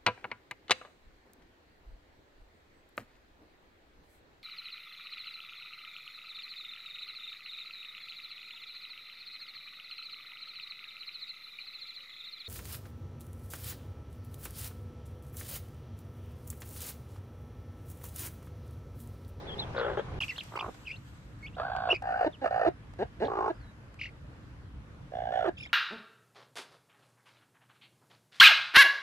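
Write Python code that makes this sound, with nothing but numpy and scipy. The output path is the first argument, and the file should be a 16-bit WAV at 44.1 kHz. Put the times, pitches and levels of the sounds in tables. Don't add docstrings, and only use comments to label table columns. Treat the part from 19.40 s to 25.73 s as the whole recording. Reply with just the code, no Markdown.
import sys
import numpy as np
from scipy import signal
from scipy.fft import rfft, irfft, next_fast_len
from scipy.io import wavfile
from scipy.ndimage import uniform_filter1d, map_coordinates

SR = 44100
rng = np.random.default_rng(int(sys.argv[2]) if len(sys.argv) > 2 else 0)


def ratio_of_db(decibels):
    return 10 ** (np.asarray(decibels, float) / 20)


def int16_out(signal):
    q = np.round(np.clip(np.atleast_2d(signal).T, -1, 1) * 32767)
    wavfile.write(sys.argv[1], SR, q.astype(np.int16))


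N = 279153

# centre in Hz, width in Hz, relative level in dB.
SHUT = [(540, 361, -3.5), (780, 164, 1.5), (1224, 144, -11), (1670, 140, -11.5), (1810, 32, -5.5),
        (2810, 410, -25), (3300, 790, -38.5), (4900, 590, -33.5), (5180, 270, -37.5)]
OPEN = [(420, 58, 4), (910, 165, -2), (1090, 80, 1), (1397, 150, -14), (2150, 200, -33.5), (2850, 92, -39),
        (4800, 300, -54.5), (6450, 1300, -56)]
HALF = [(344, 220, 8), (816.3, 370, 7.5), (1090, 327, 9), (1223, 212, 9.5), (2620, 600, -66)]
BROODY = [(407, 670, -6), (604, 224, 4.5), (1306, 243, -0.5), (1590, 400, -4), (3400, 260, -14.5),
          (7200, 3800, -49.5)]
LOW = [(367.3, 147, 6), (647, 297, 5), (833, 138, 5.5), (1320, 110, -21), (1648, 177, -5.5),
       (2870, 160, -16.5), (3730, 350, -17), (4750, 400, -31)]
RASPY = [(540, 250, -2), (740, 325, 3), (1160, 380, -3), (1630, 100, -6.5), (2500, 330, -24),
         (3400, 420, -20), (4550, 160, -18), (6160, 1000, -45)]
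RAISED = [(546, 313, 0.5), (765, 194, 5), (1120, 610, -24.5), (1720, 77, -0.5), (2930, 190, -17),
          (3400, 256, -13.5), (4470, 300, -52), (5350, 170, -27.5), (7060, 1500, -53)]
# throat, mean pitch of the weaker side of the syrinx in Hz, roughness (0-1),
# voice left between throbs in dB, time to the peak of a throb in ms, pitch ratio of the late overtone to the voice.
BROODING = (BROODY, 410, 0.75, -10.5, 2.84, 2)
STOOPED = (HALF, 345, 0.81, -34, 1.93, 2)
UPRIGHT = (SHUT, 540, 0.73, -23.5, 3.08, 2)
GAPING = (OPEN, 406, 0.75, -22.5, 2.64, 1.45)
STRETCHED = (RAISED, 564, 0.33, -41.5, 2.4, 2.1)
TILTED = (RASPY, 540, 0.68, -20, 2.77, 2)
STRAINED = (RAISED, 564, 0.47, -23, 3, 2)
NECKS = [BROODING, BROODING, STOOPED, TILTED, UPRIGHT, UPRIGHT, UPRIGHT, GAPING, STRETCHED, STRAINED]
# time in seconds, level in dB, pitch as a throb starts in Hz,
# weaker side in dB relative to the stronger, late overtone in dB relative to the stronger.
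GROWLS = [
    [(.345, -43.5, 499, -7, -9), (.38, -31.5, 477, -22, -9), (.42, -32, 467, -19.5, -10.5),
     (.49, -36, 540, 1, -7.5), (.56, -42, 500, -9, -6)],
    [(.571, -39.5, 540, 4, -19), (.59, -36.5, 513, 3.5, -7), (.612, -39.5, 474, -1, -14)],
    [(1.12, -49, 950, -16, -14), (1.14, -48, 940, -6, -30), (1.156, -37.5, 970, -7, -19),
     (1.2, -43, 1020, -23, -15), (1.227, -39, 1010, -13, -28), (1.275, -43, 1073, -2.5, -29)],
    [(2.166, -47.5, 697, -3, -17), (2.2, -30.5, 597, -9.5, -16), (2.235, -37, 724, -14, -7.5),
     (2.35, -36, 745, -22.5, -11), (2.39, -35.5, 751, -29, -5.5), (2.475, -35, 753, -9.5, -16),
     (2.493, -28.5, 719, -8.5, -25), (2.531, -35.5, 671, -2, -16)],
    [(2.621, -38.5, 766, -16, -19), (2.69, -32.5, 738, -21, -23), (2.724, -32, 735, -22.5, -18),
     (2.745, -33, 725, -22, -4.5), (2.795, -30.5, 773, -19.5, -17.5), (2.815, -26, 740, -11.5, -27),
     (2.86, -29, 620, 0, -20.5)],
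    [(3.042, -32.5, 702, -5, -17), (3.06, -27, 616, -3, -28), (3.088, -35, 567, -7.5, -13)],
    [(3.107, -33, 683, -3.5, -24), (3.13, -31, 735, -13, -30), (3.18, -30, 734, -16.5, -32),
     (3.21, -28.5, 678, -7.5, -22), (3.235, -28.5, 763, -7.5, -27), (3.256, -30, 764, 0.5, -20)],
    [(3.881, -39, 738, 2.5, -13), (3.94, -34.5, 762, -3, -4), (3.99, -33.5, 780, -1, -8),
     (4.03, -32, 776, -7, -13), (4.065, -31, 805, -6, -16.5), (4.095, -28.5, 786, -6.5, -14)],
    [(5.719, -50, 690, 4, -23), (5.755, -36.5, 693, -10.5, -34), (5.87, -35.5, 749, -15, -15),
     (5.918, -37, 740, -5.5, -12)],
    [(5.92, -32, 674, -1.5, -21), (5.97, -30.5, 735, -11, -26), (6.01, -31.5, 683, -5.5, -14),
     (6.067, -34.5, 629, 1, -7)],
]
# first throb in seconds, initial throbs per second.
THROBS = [(.3445, 60.5), (.57, 47), (1.1185, 57.8), (2.1645, 61.1), (2.6195, 60), (3.0395, 60.5),
          (3.106, 58), (3.88, 57.3), (5.7175, 60.4), (5.919, 58.6)]
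# start in seconds, end in seconds, first pitch in Hz, last pitch in Hz, level in dB, throat.
CLUCKS = [(1.275, 1.295, 193, 215, -42.5, HALF), (2.509, 2.541, 335, 342, -37, LOW),
          (2.858, 2.878, 286.4, 317.4, -28.5, LOW), (3.012, 3.051, 255, 253.3, -37, LOW),
          (3.256, 3.267, 730, 684, -27.5, SHUT), (3.262, 3.289, 346.5, 327.7, -26.5, LOW),
          (3.585, 3.638, 194.8, 211.6, -32, LOW), (3.798, 3.854, 168.5, 252, -30.5, LOW),
          (3.842, 3.875, 266, 265, -37, LOW), (4.093, 4.114, 298, 311, -34, LOW),
          (6.045, 6.08, 420, 349, -35, BROODY), (6.074, 6.094, 322, 314.6, -30, LOW)]
# start in seconds, left-right difference of her low voice in dB, share of HEN_LEAD.
TURNS = [(0, 6, -0.77), (1, -2.5, .25), (2, -3, 0.68), (2.59, 0.5, 1.09), (2.98, -3.5, 1.055),
         (3.45, 1.5, 0.97), (3.72, -1.5, 1.03), (5, -6, 0.93)]
# frequency in Hz, lead in radians.
HEN_LEAD = [(200, 0.095), (950, 1.17), (1640, 1.27), (2300, 1.63), (3200, 1.92), (5200, 5.2), (9000, 7.7)]
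# frequency in Hz, left-right difference in dB.
HEN_BALANCE = [(200, 0.5), (530, -1.5), (1560, 0), (4600, -2.5)]
# time in seconds, pitch in Hz, level in dB.
PEEPS = [
    [(0.068, 3400.0, -53), (0.078, 3470, -49), (0.1, 3350, -42), (0.114, 3020, -48), (0.12, 3300, -43),
     (0.128, 3330, -45), (0.149, 3150, -46)],
    [(0.18, 3440, -45.5), (0.196, 3890, -36), (0.202, 4090, -34), (0.229, 3370, -43), (0.234, 3200, -45),
     (0.243, 3620, -41)],
    [(0.36, 3570, -48), (0.385, 4130, -51), (0.42, 3650, -49)],
    [(0.803, 3000, -53), (0.805, 2940, -20), (0.807, 2800, -30), (0.81, 2720, -38), (0.816, 2440, -41),
     (0.821, 2560.0, -28), (0.827, 3280, -36), (0.83, 3340, -37), (0.838, 2385, -31), (0.845, 2790, -37),
     (0.854, 2700, -57)],
    [(0.879, 2640, -61), (0.881, 2850, -48), (0.883, 2780, -32), (0.886, 2500.0, -51), (0.889, 2325, -40),
     (0.896, 2740, -32.5), (0.903, 2700, -37), (0.912, 2060, -43), (0.916, 1960.0, -44), (0.932, 2010, -45)],
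    [(0.957, 2580.0, -56), (0.963, 2870, -41), (0.973, 4250, -55), (0.979, 4390, -47), (0.986, 3330, -36),
     (0.99, 3130, -32.5), (0.994, 3340, -38), (0.999, 4050, -48), (1.003, 4130, -49), (1.009, 2920, -33.5),
     (1.015, 2160, -46), (1.017, 2370.0, -53)],
    [(1.157, 1900, -50), (1.16, 2060, -41), (1.164, 2480, -33), (1.168, 2970, -38), (1.171, 3070, -54),
     (1.174, 2730, -38), (1.178, 2230, -35), (1.181, 2050, -50)],
    [(1.188, 2050, -52), (1.191, 2280, -40), (1.194, 2640, -37.5), (1.198, 3380, -36), (1.202, 3700, -45),
     (1.206, 3350, -41), (1.21, 2640, -34.5), (1.213, 2400, -40), (1.217, 2340, -50), (1.222, 2450, -54),
     (1.228, 2350, -58)],
    [(1.449, 2340, -57), (1.457, 2814, -52), (1.466, 3120, -47), (1.473, 2643, -41), (1.482, 2500.0, -36),
     (1.489, 2256, -57), (1.491, 2344, -37), (1.501, 2640, -46), (1.508, 2290, -46), (1.515, 2500.0, -36),
     (1.519, 2700, -38), (1.526, 2820.0, -60)],
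    [(1.489, 2290, -42), (1.498, 2040, -53), (1.508, 2250, -37)],
    [(1.519, 3400, -54), (1.525, 3650, -59), (1.533, 3300, -52)],
    [(1.53, 2600, -58), (1.533, 2860, -49), (1.551, 2680, -50), (1.557, 2950, -54), (1.561, 3660.0, -58),
     (1.565, 4040, -56), (1.569, 4220, -57), (1.575, 4290.0, -63)],
    [(2.025, 2310, -58), (2.032, 2180, -47.5), (2.06, 2227, -41), (2.067, 2610, -44), (2.069, 2950, -51),
     (2.075, 3470, -48), (2.079, 3420, -55), (2.085, 2580, -48), (2.088, 2780.0, -61)],
    [(2.128, 2535, -63), (2.147, 2860, -57), (2.16, 4200, -64)],
    [(2.488, 2750, -55), (2.494, 2670, -34), (2.497, 3050, -52), (2.5, 2930, -39), (2.505, 2630.0, -25),
     (2.519, 2930.0, -20), (2.523, 2890, -23.5), (2.527, 2700, -38)],
    [(2.524, 2500, -39.5), (2.529, 2500, -31.5), (2.533, 2784, -30), (2.539, 2820, -42.5),
     (2.543, 2590, -28), (2.546, 2200, -46), (2.548, 2240, -24), (2.551, 2535, -36.5), (2.562, 2554, -33),
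     (2.565, 2250, -40), (2.574, 2680, -55), (2.58, 2580.0, -57)],
    [(2.922, 3620.0, -76), (2.927, 3700, -61), (2.94, 3240, -53.5), (2.951, 2930.0, -51),
     (2.964, 2440, -68)],
    [(3.846, 3820, -60), (3.851, 3350, -52), (3.853, 3100, -52), (3.857, 4010, -45.5), (3.862, 4170, -65),
     (3.869, 4150, -62), (3.871, 3940, -49), (3.874, 3300, -54), (3.877, 2920, -65)],
    [(4.13, 4650, -77), (4.15, 4880, -74), (4.172, 5120, -76), (4.185, 5050, -78), (4.2, 4650, -75),
     (4.225, 4270, -67), (4.255, 3900, -73), (4.29, 3880, -69), (4.328, 3800, -75)],
    [(4.587, 2750, -53), (4.593, 2280, -44), (4.595, 2474, -44), (4.599, 2760, -45), (4.606, 3166, -53),
     (4.611, 2990, -49), (4.613, 2660, -38), (4.616, 2030, -32), (4.619, 2630, -39), (4.624, 2810, -37),
     (4.629, 2984, -50), (4.633, 2710, -39), (4.637, 2006, -33), (4.641, 2560, -39), (4.644, 2770, -37),
     (4.649, 2920, -50), (4.653, 2780, -44), (4.656, 2140, -39), (4.659, 1880, -36.5), (4.661, 2070, -39),
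     (4.665, 2640, -44), (4.672, 2780, -45), (4.677, 2080, -51), (4.685, 2720, -64), (4.689, 2130, -60),
     (4.691, 2150, -45), (4.695, 2560, -56), (4.7, 2150, -58), (4.703, 2100, -68)],
    [(6.166, 3140, -58), (6.175, 3350, -48), (6.179, 2800, -45), (6.182, 2500, -42), (6.186, 2780, -44),
     (6.19, 3100, -50), (6.195, 3350, -60.5), (6.199, 3250, -53), (6.201, 2920, -44), (6.205, 2290, -39),
     (6.209, 2460, -38), (6.213, 2820, -43), (6.217, 3170, -51), (6.223, 3460, -52), (6.226, 2700, -41),
     (6.23, 2320, -43), (6.234, 2420, -44), (6.239, 2690, -45), (6.244, 3200, -60), (6.248, 3220, -57),
     (6.251, 2580, -51), (6.254, 2220, -40), (6.258, 2070, -57), (6.261, 2170, -36), (6.264, 2500, -48),
     (6.268, 2900, -52), (6.273, 3270, -48), (6.281, 3200, -62)],
    [(6.292, 1980, -52), (6.298, 2500, -60), (6.304, 3100, -62), (6.308, 2600, -64)],
]
# left-right difference in dB, lead of the left port in ms.
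PERCHES = [(5, -.11), (-1, -.1), (-2, -.03), (-4, -.03), (-2, .02), (-1, 0), (-2, -.19), (-2, -.035),
           (0, -.015), (0, -.015), (0, 0), (0, 0), (-1, .012), (0, -.02), (-2.5, -.02), (-2, -.015),
           (-1, .02), (-2, 0), (-5, .2), (0, -.04), (-1, -.15), (-1, -.11)]
HOARSE = [.02, .03, .12, .025, .025, .015, .025, .02, .03, .025, .05, .03, .015, .03, .015, .06, .02, .04,
          .03, .03, .04, .035]
OCTAVES_DB = [-32, -33, -26, -24, -10, -16, -14, -10, -15.5, -27, -27, -27, -17, -34, -22, -12.5, -43, -30,
              -30, -18, -20, -20]
RASPS_DB = [-24, -21, -13, -18.5, -17.5, -28, -19, -21, -19.5, -27, -20, -22, -33.5, -20, -35.5, -22, -28,
            -8, -21, -12.5, -17, -14]
# frequency in Hz, relative density in dB per Hz.
RASP = [(1500, -27.5), (2200, 0.5), (3000, 0), (3600, -9.5), (4400, -4.5), (5300, -10), (6500, -18.5),
        (9000, -38.5)]
# start in seconds, end in seconds, middle pitch in Hz, swing either way in Hz, swings per second,
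# level at mid-swing in dB, left-right difference in dB.
FAINT_TONES = [(0.567, 0.618, 3420, 220, 32, -53, 2), (6.156, 6.299, 3600, 175, 18, -55, -1),
               (6.172, 6.272, 5150, 60, 40, -57, -5)]
# frequency in Hz, time to fall by 60 dB in seconds.
YARD = [(300, 0.067), (2000, 0.13), (8000, 0.0067)]
# start in seconds, level in dB, time to fall by 60 dB in seconds,
# treble loss in dB per octave.
RUSTLES = [(0.81, -41, 0.079, 4.5), (0.842, -47.5, 0.087, 1.5), (0.981, -34, 0.0084, 6.5),
           (1.034, -44.5, 0.038, -2), (1.158, -50.5, 0.068, 0), (1.3423, -52.5, 0.073, 4.5),
           (1.989, -59.5, 0.012, -4), (2.3642, -31, 0.006, 10), (2.6225, -44, 0.013, 2.5),
           (3.536, -49.5, 0.019, 7), (4.084, -54, 0.024, 1), (4.542, -49, 0.012, 5.5),
           (6.2636, -50, 0.012, 7.5)]
# frequency in Hz, relative density in dB per Hz.
BLADES = [(1500, 2.5), (3000, 3), (5000, -5), (8000, -3), (10000, -19.5), (12000, -7.5), (13000, -12)]
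# frequency in Hz, relative density in dB per Hz.
RUMBLE = [(12, -59), (20, -29.5), (48, -3), (86, -5), (114, -2), (145, -7.5), (231, -17.5), (251, -20),
          (288, -13.5), (320, -19.5), (420, -56), (700, -120)]
# frequency in Hz, relative density in dB per Hz.
COOP_HISS = [(120, -10), (200, -9), (274, -15), (402, -6), (633, -12), (823, -9.5), (1390, -18.5),
             (3630, -29), (13000, -56)]
# frequency in Hz, relative density in dB per Hz.
LAWN_HISS = [(120, -38.5), (200, -8.5), (409, -16), (487, -14.5), (703, -19.5), (930, -19), (1020, -18.5),
             (1440, -18.5), (1600, -19.5), (1940, -23), (13000, -49.5)]
# frequency in Hz, left-right correlation (-1 to 1).
ALIKE = [(60, 0.94), (180, 0.92), (530, 0.6), (1560, -0.17), (4640, -0.11), (13800, 0.066)]

COOP_END, LAWN_START = .7925, .803
SLOWING_PER_S2 = 14
GLIDE_PER_S = 8.8
OVERTONE_LAG_S = 0.0081
CLUCK_ROUGH = .45
SHADOW_HZ = 1200
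FLUTTER_DB = 1.5
BEAK_HZ, OFF_BEAK_DB = 4560, 42
FAINT_OCTAVE_DB, FAINT_HOARSE, FAINT_RASP_DB = -17, .06, -20
STIR_DB, SETTLING_DB_PER_S = -52, 14.5
COOP_RUMBLE_DB, COOP_SWELL_DB_PER_S, LAWN_RUMBLE_DB, DRIFT_DB = -47, 5.5, -49, -0.3
COOP_HISS_DB, LAWN_HISS_DB = -44, -58
TOP_HZ = 13060


def unit(x):
    return x / np.sqrt(np.mean(x ** 2) + 1e-20)


def along(points, hz):
    f, v = np.transpose(points)
    return np.interp(np.log(hz + 1), np.log(f + 1), v)


def curves(rows, t):
    s, *cols = np.transpose(rows)
    return [np.interp(t, s, c) for c in cols]


def wobble(rate, size=N):
    knots = rng.standard_normal(size // 40 + 4)
    return map_coordinates(knots, [np.arange(size) * min(rate, 1000) / SR])


def filtered(x, response):
    m = next_fast_len(x.shape[-1] + 8192)
    return irfft(rfft(x, m) * response(np.fft.rfftfreq(m, 1 / SR)), m)[..., :x.shape[-1]]


def add(track, s, x):
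    part = track[..., round(s * SR):][..., :x.shape[-1]]
    part += x[..., :part.shape[-1]]


def placed(x, balance_db, lead):
    side = np.array([[.5], [-.5]])
    return filtered(x, lambda hz: ratio_of_db(side * balance_db(hz)) * np.exp(1j * side * lead(hz)))


def voice(cycles, gate, rough, throat):
    puffs = sum(ratio_of_db(-4 * np.log2(k)) * np.cos(2 * np.pi * k * cycles) for k in np.arange(16) + 1)
    breath = filtered(rng.standard_normal(len(cycles)), lambda f: f ** 2 / (f ** 2 + 900 ** 2))
    rough = np.clip(rough, 0, 1)
    source = np.sqrt(1 - rough ** 2) * unit(puffs) * gate + 3 * rough * breath * gate ** .4

    def tract(f):
        modes = 0
        for k, (centre, width, db) in enumerate(throat):
            resonance = 1j * f * width / (centre * centre - f * f + 1j * f * width)
            modes = modes + (-1) ** k * ratio_of_db(db) * resonance
        chest = (1j * f / (1j * f + 260)) ** 2
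        beak = 1 / (1 + 1j * f / 5200) ** 2
        return modes * chest * beak

    return unit(filtered(np.pad(source, (0, 900)), tract))


def growls():
    out = np.zeros(N)
    for (first, rate), rows, neck in zip(THROBS, GROWLS, NECKS):
        throat, weak_hz, rough, leak_db, swell_ms, ratio = neck
        t = np.arange(round((rows[-1][0] - first) * SR)) / SR
        beat = t * rate - SLOWING_PER_S2 * t ** 2 / 2 + .02 * wobble(40, size=len(t))
        throb = np.clip(beat, 0, 39).astype(int)
        size_db, tune, weak_tune, late_db = rng.standard_normal((40, 4))[throb].T
        since = beat % 1 / rate
        swell = lambda rise: since / rise * np.exp(1 - since / rise)
        gate = ratio_of_db(size_db) * (swell(swell_ms / 1000) ** 1.5 + ratio_of_db(leak_db))
        pitch = curves(rows, first + t - since)[1] * (1 + 0.012 * tune)
        cycles = since * (1 + GLIDE_PER_S * since / 2) * pitch
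        strong = voice(cycles, gate, rough, throat)
        weak = voice(since * weak_hz * (1 + 0.058 * weak_tune), gate, rough / 2, LOW)
        late_gate = ratio_of_db(3 * late_db) * swell(OVERTONE_LAG_S) ** 2 * (1 - beat % 1)
        late = unit(late_gate * np.sin(2 * np.pi * ratio * cycles))
        late = np.pad(late, (0, len(strong) - len(t)))
        db, _, weak_db, overtone_db = curves(rows, first + np.arange(len(strong)) / SR)
        add(out, first, ratio_of_db(db) * (strong + ratio_of_db(weak_db) * weak + ratio_of_db(overtone_db) * late))
    return out


def clucks():
    out = np.zeros(N)
    for start, end, first_hz, last_hz, db, throat in CLUCKS:
        u = np.linspace(0, 1, round((end - start) * SR))
        pitch = (first_hz + (last_hz - first_hz) * u) * (1 + 0.0843 * wobble(119.7, size=len(u)))
        envelope = np.sqrt(np.clip(np.minimum(u / .55, (1 - u) / .13), 0, 1))
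        gate = envelope * ratio_of_db(2.5 * wobble(150, size=len(u)))
        add(out, start, ratio_of_db(db) * voice(np.cumsum(pitch) / SR, gate, CLUCK_ROUGH, throat))
    return out


def turning(hen):
    out = np.zeros((2, N))
    ends = [row[0] for row in TURNS[1:]] + [N / SR]
    for (s, low_db, share), end in zip(TURNS, ends):
        balance_db = lambda hz: along(HEN_BALANCE, hz) + low_db / (1 + (hz / SHADOW_HZ) ** 4)
        stance = hen[round(s * SR):round(end * SR)]
        add(out, s, placed(stance, balance_db, lambda hz: share * along(HEN_LEAD, hz)))
    return out


def whistle(pitch, db, octave_db, hoarse, rasp_db):
    n = len(pitch)
    shaken = pitch * (1 + .6 * hoarse * wobble(900, size=n))
    phase = 2 * np.pi * np.cumsum(shaken) / SR
    broken = min(6 * hoarse, 1)
    size = 1 - broken + broken * wobble(500, size=n)
    octave_size = 1 - broken + broken * wobble(500, size=n)
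    overtones = np.sin(2 * phase) + .15 * np.sin(3 * phase)
    tone = size * np.sin(phase) + ratio_of_db(octave_db) * octave_size * overtones
    hiss = unit(filtered(rng.standard_normal(n), lambda f: ratio_of_db(along(RASP, f))))
    breath = ratio_of_db(rasp_db) * hiss * uniform_filter1d(ratio_of_db(db), size=700)
    sound = np.sqrt(2) * tone * ratio_of_db(db) + breath
    return np.pad(sound * signal.windows.tukey(n, .12), (0, 64))


def chicks():
    out = np.zeros((2, N))
    for rows, perch, hoarse, octave_db, rasp_db in zip(PEEPS, PERCHES, HOARSE, OCTAVES_DB, RASPS_DB):
        balance_db, lead_ms = perch
        t = np.arange(rows[0][0], rows[-1][0], 1 / SR)
        pitch, db = uniform_filter1d(curves(rows, t), size=40)
        level_db = db + FLUTTER_DB * wobble(138, size=len(t))
        beak_loss_db = OFF_BEAK_DB * np.abs(np.log2(2 * pitch / BEAK_HZ))
        tone = whistle(pitch, level_db, octave_db - beak_loss_db, hoarse, rasp_db)
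        add(out, t[0], placed(tone, lambda hz: balance_db, lambda hz: 2 * np.pi * hz * lead_ms / 1000))
    for start, end, middle_hz, swing_hz, rate, db, balance_db in FAINT_TONES:
        t = np.arange(0, end - start, 1 / SR)
        swing = np.cos(2 * np.pi * (rate * t - .06))
        arch = np.sin(np.pi * t / t[-1])
        level_db = db - 6 * swing + 14 * (arch - 1)
        pitch = middle_hz + swing_hz * swing
        tone = whistle(pitch, level_db, FAINT_OCTAVE_DB, FAINT_HOARSE, FAINT_RASP_DB)
        add(out, start, tone * ratio_of_db([[balance_db / 2], [-balance_db / 2]]))
    return out


def walls(x):
    hz, t, z = signal.stft(rng.standard_normal((2, SR // 4)), SR, nperseg=256)
    decay = ratio_of_db(-60 * t / along(YARD, hz)[:, None])
    tail = signal.istft(z * decay, SR, nperseg=256)[1]
    late = np.pad(x, (200, 0))[None]
    return signal.fftconvolve(late, tail / np.linalg.norm(tail[0]), axes=1)[:, :N]


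def rush(spectrum, patchy_db):
    z = signal.stft(rng.standard_normal((2, N)), nperseg=512)[2]
    field = uniform_filter1d(uniform_filter1d(rng.standard_normal(z.shape[1:]), 6, 0), 14, 1)
    pair = signal.istft(z * ratio_of_db(patchy_db * unit(field)), nperseg=512)[1][:, :N]
    turn = lambda hz: np.arccos(np.clip(along(ALIKE, hz), -1, 1)) / 2
    mid, side = filtered(pair, lambda hz: ratio_of_db(along(spectrum, hz)) * [np.cos(turn(hz)), np.sin(turn(hz))])
    return unit(np.array([mid + side, mid - side]))


def rustles():
    out, t = np.zeros((2, N)), np.arange(SR // 5) / SR
    for s, db, t60, dull_db in RUSTLES:
        noise = rng.standard_normal((2, len(t))) + 0.94 * rng.standard_normal(len(t))
        tilt = lambda hz: ratio_of_db(-dull_db * np.log2(hz / 5000 + 0.0081))
        colour = lambda hz: tilt(hz) * (hz > 600) / (1 + (hz / 9000) ** 2)
        envelope = ratio_of_db(db - 60 * t / t60) * (1 - np.exp(-t / 0.00048))
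        add(out, s, envelope * filtered(noise, colour))
    since = np.arange(N) / SR - LAWN_START
    stir = ratio_of_db(STIR_DB - SETTLING_DB_PER_S * since + 1.7 * wobble(25.57)) * (since > 0)
    return out + stir * rush(BLADES, patchy_db=2)


def air():
    t = np.arange(N) / SR
    inside = t < COOP_END
    rumble_db = np.where(inside, COOP_RUMBLE_DB + COOP_SWELL_DB_PER_S * t, LAWN_RUMBLE_DB)
    rumble = ratio_of_db(rumble_db + DRIFT_DB * wobble(2.7)) * rush(RUMBLE, patchy_db=2.0)
    swell_db = .9 * wobble(3)
    coop = ratio_of_db(COOP_HISS_DB + swell_db) * rush(COOP_HISS, patchy_db=2.0)
    lawn = ratio_of_db(LAWN_HISS_DB + swell_db) * rush(LAWN_HISS, patchy_db=-1.3)
    return rumble + np.where(inside, coop, lawn)


def scene():
    hen, young = growls() + clucks(), chicks()
    near = turning(hen)
    echo = ratio_of_db(-15) * walls(hen) + ratio_of_db(-16) * walls(young.mean(0))
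    t = np.arange(N) / SR
    gap = np.clip(np.maximum(COOP_END - t, t - LAWN_START) / .002, 0, 1)
    return gap * (near + young + echo + rustles() + air())


def roll_off(x):
    return signal.sosfilt(signal.butter(12, 14360, fs=SR, output="sos"), x)


def record(dry):
    limited = filtered(dry, lambda hz: hz < TOP_HZ)
    return roll_off(limited)


dry = scene()
out = record(dry)
int16_out(out)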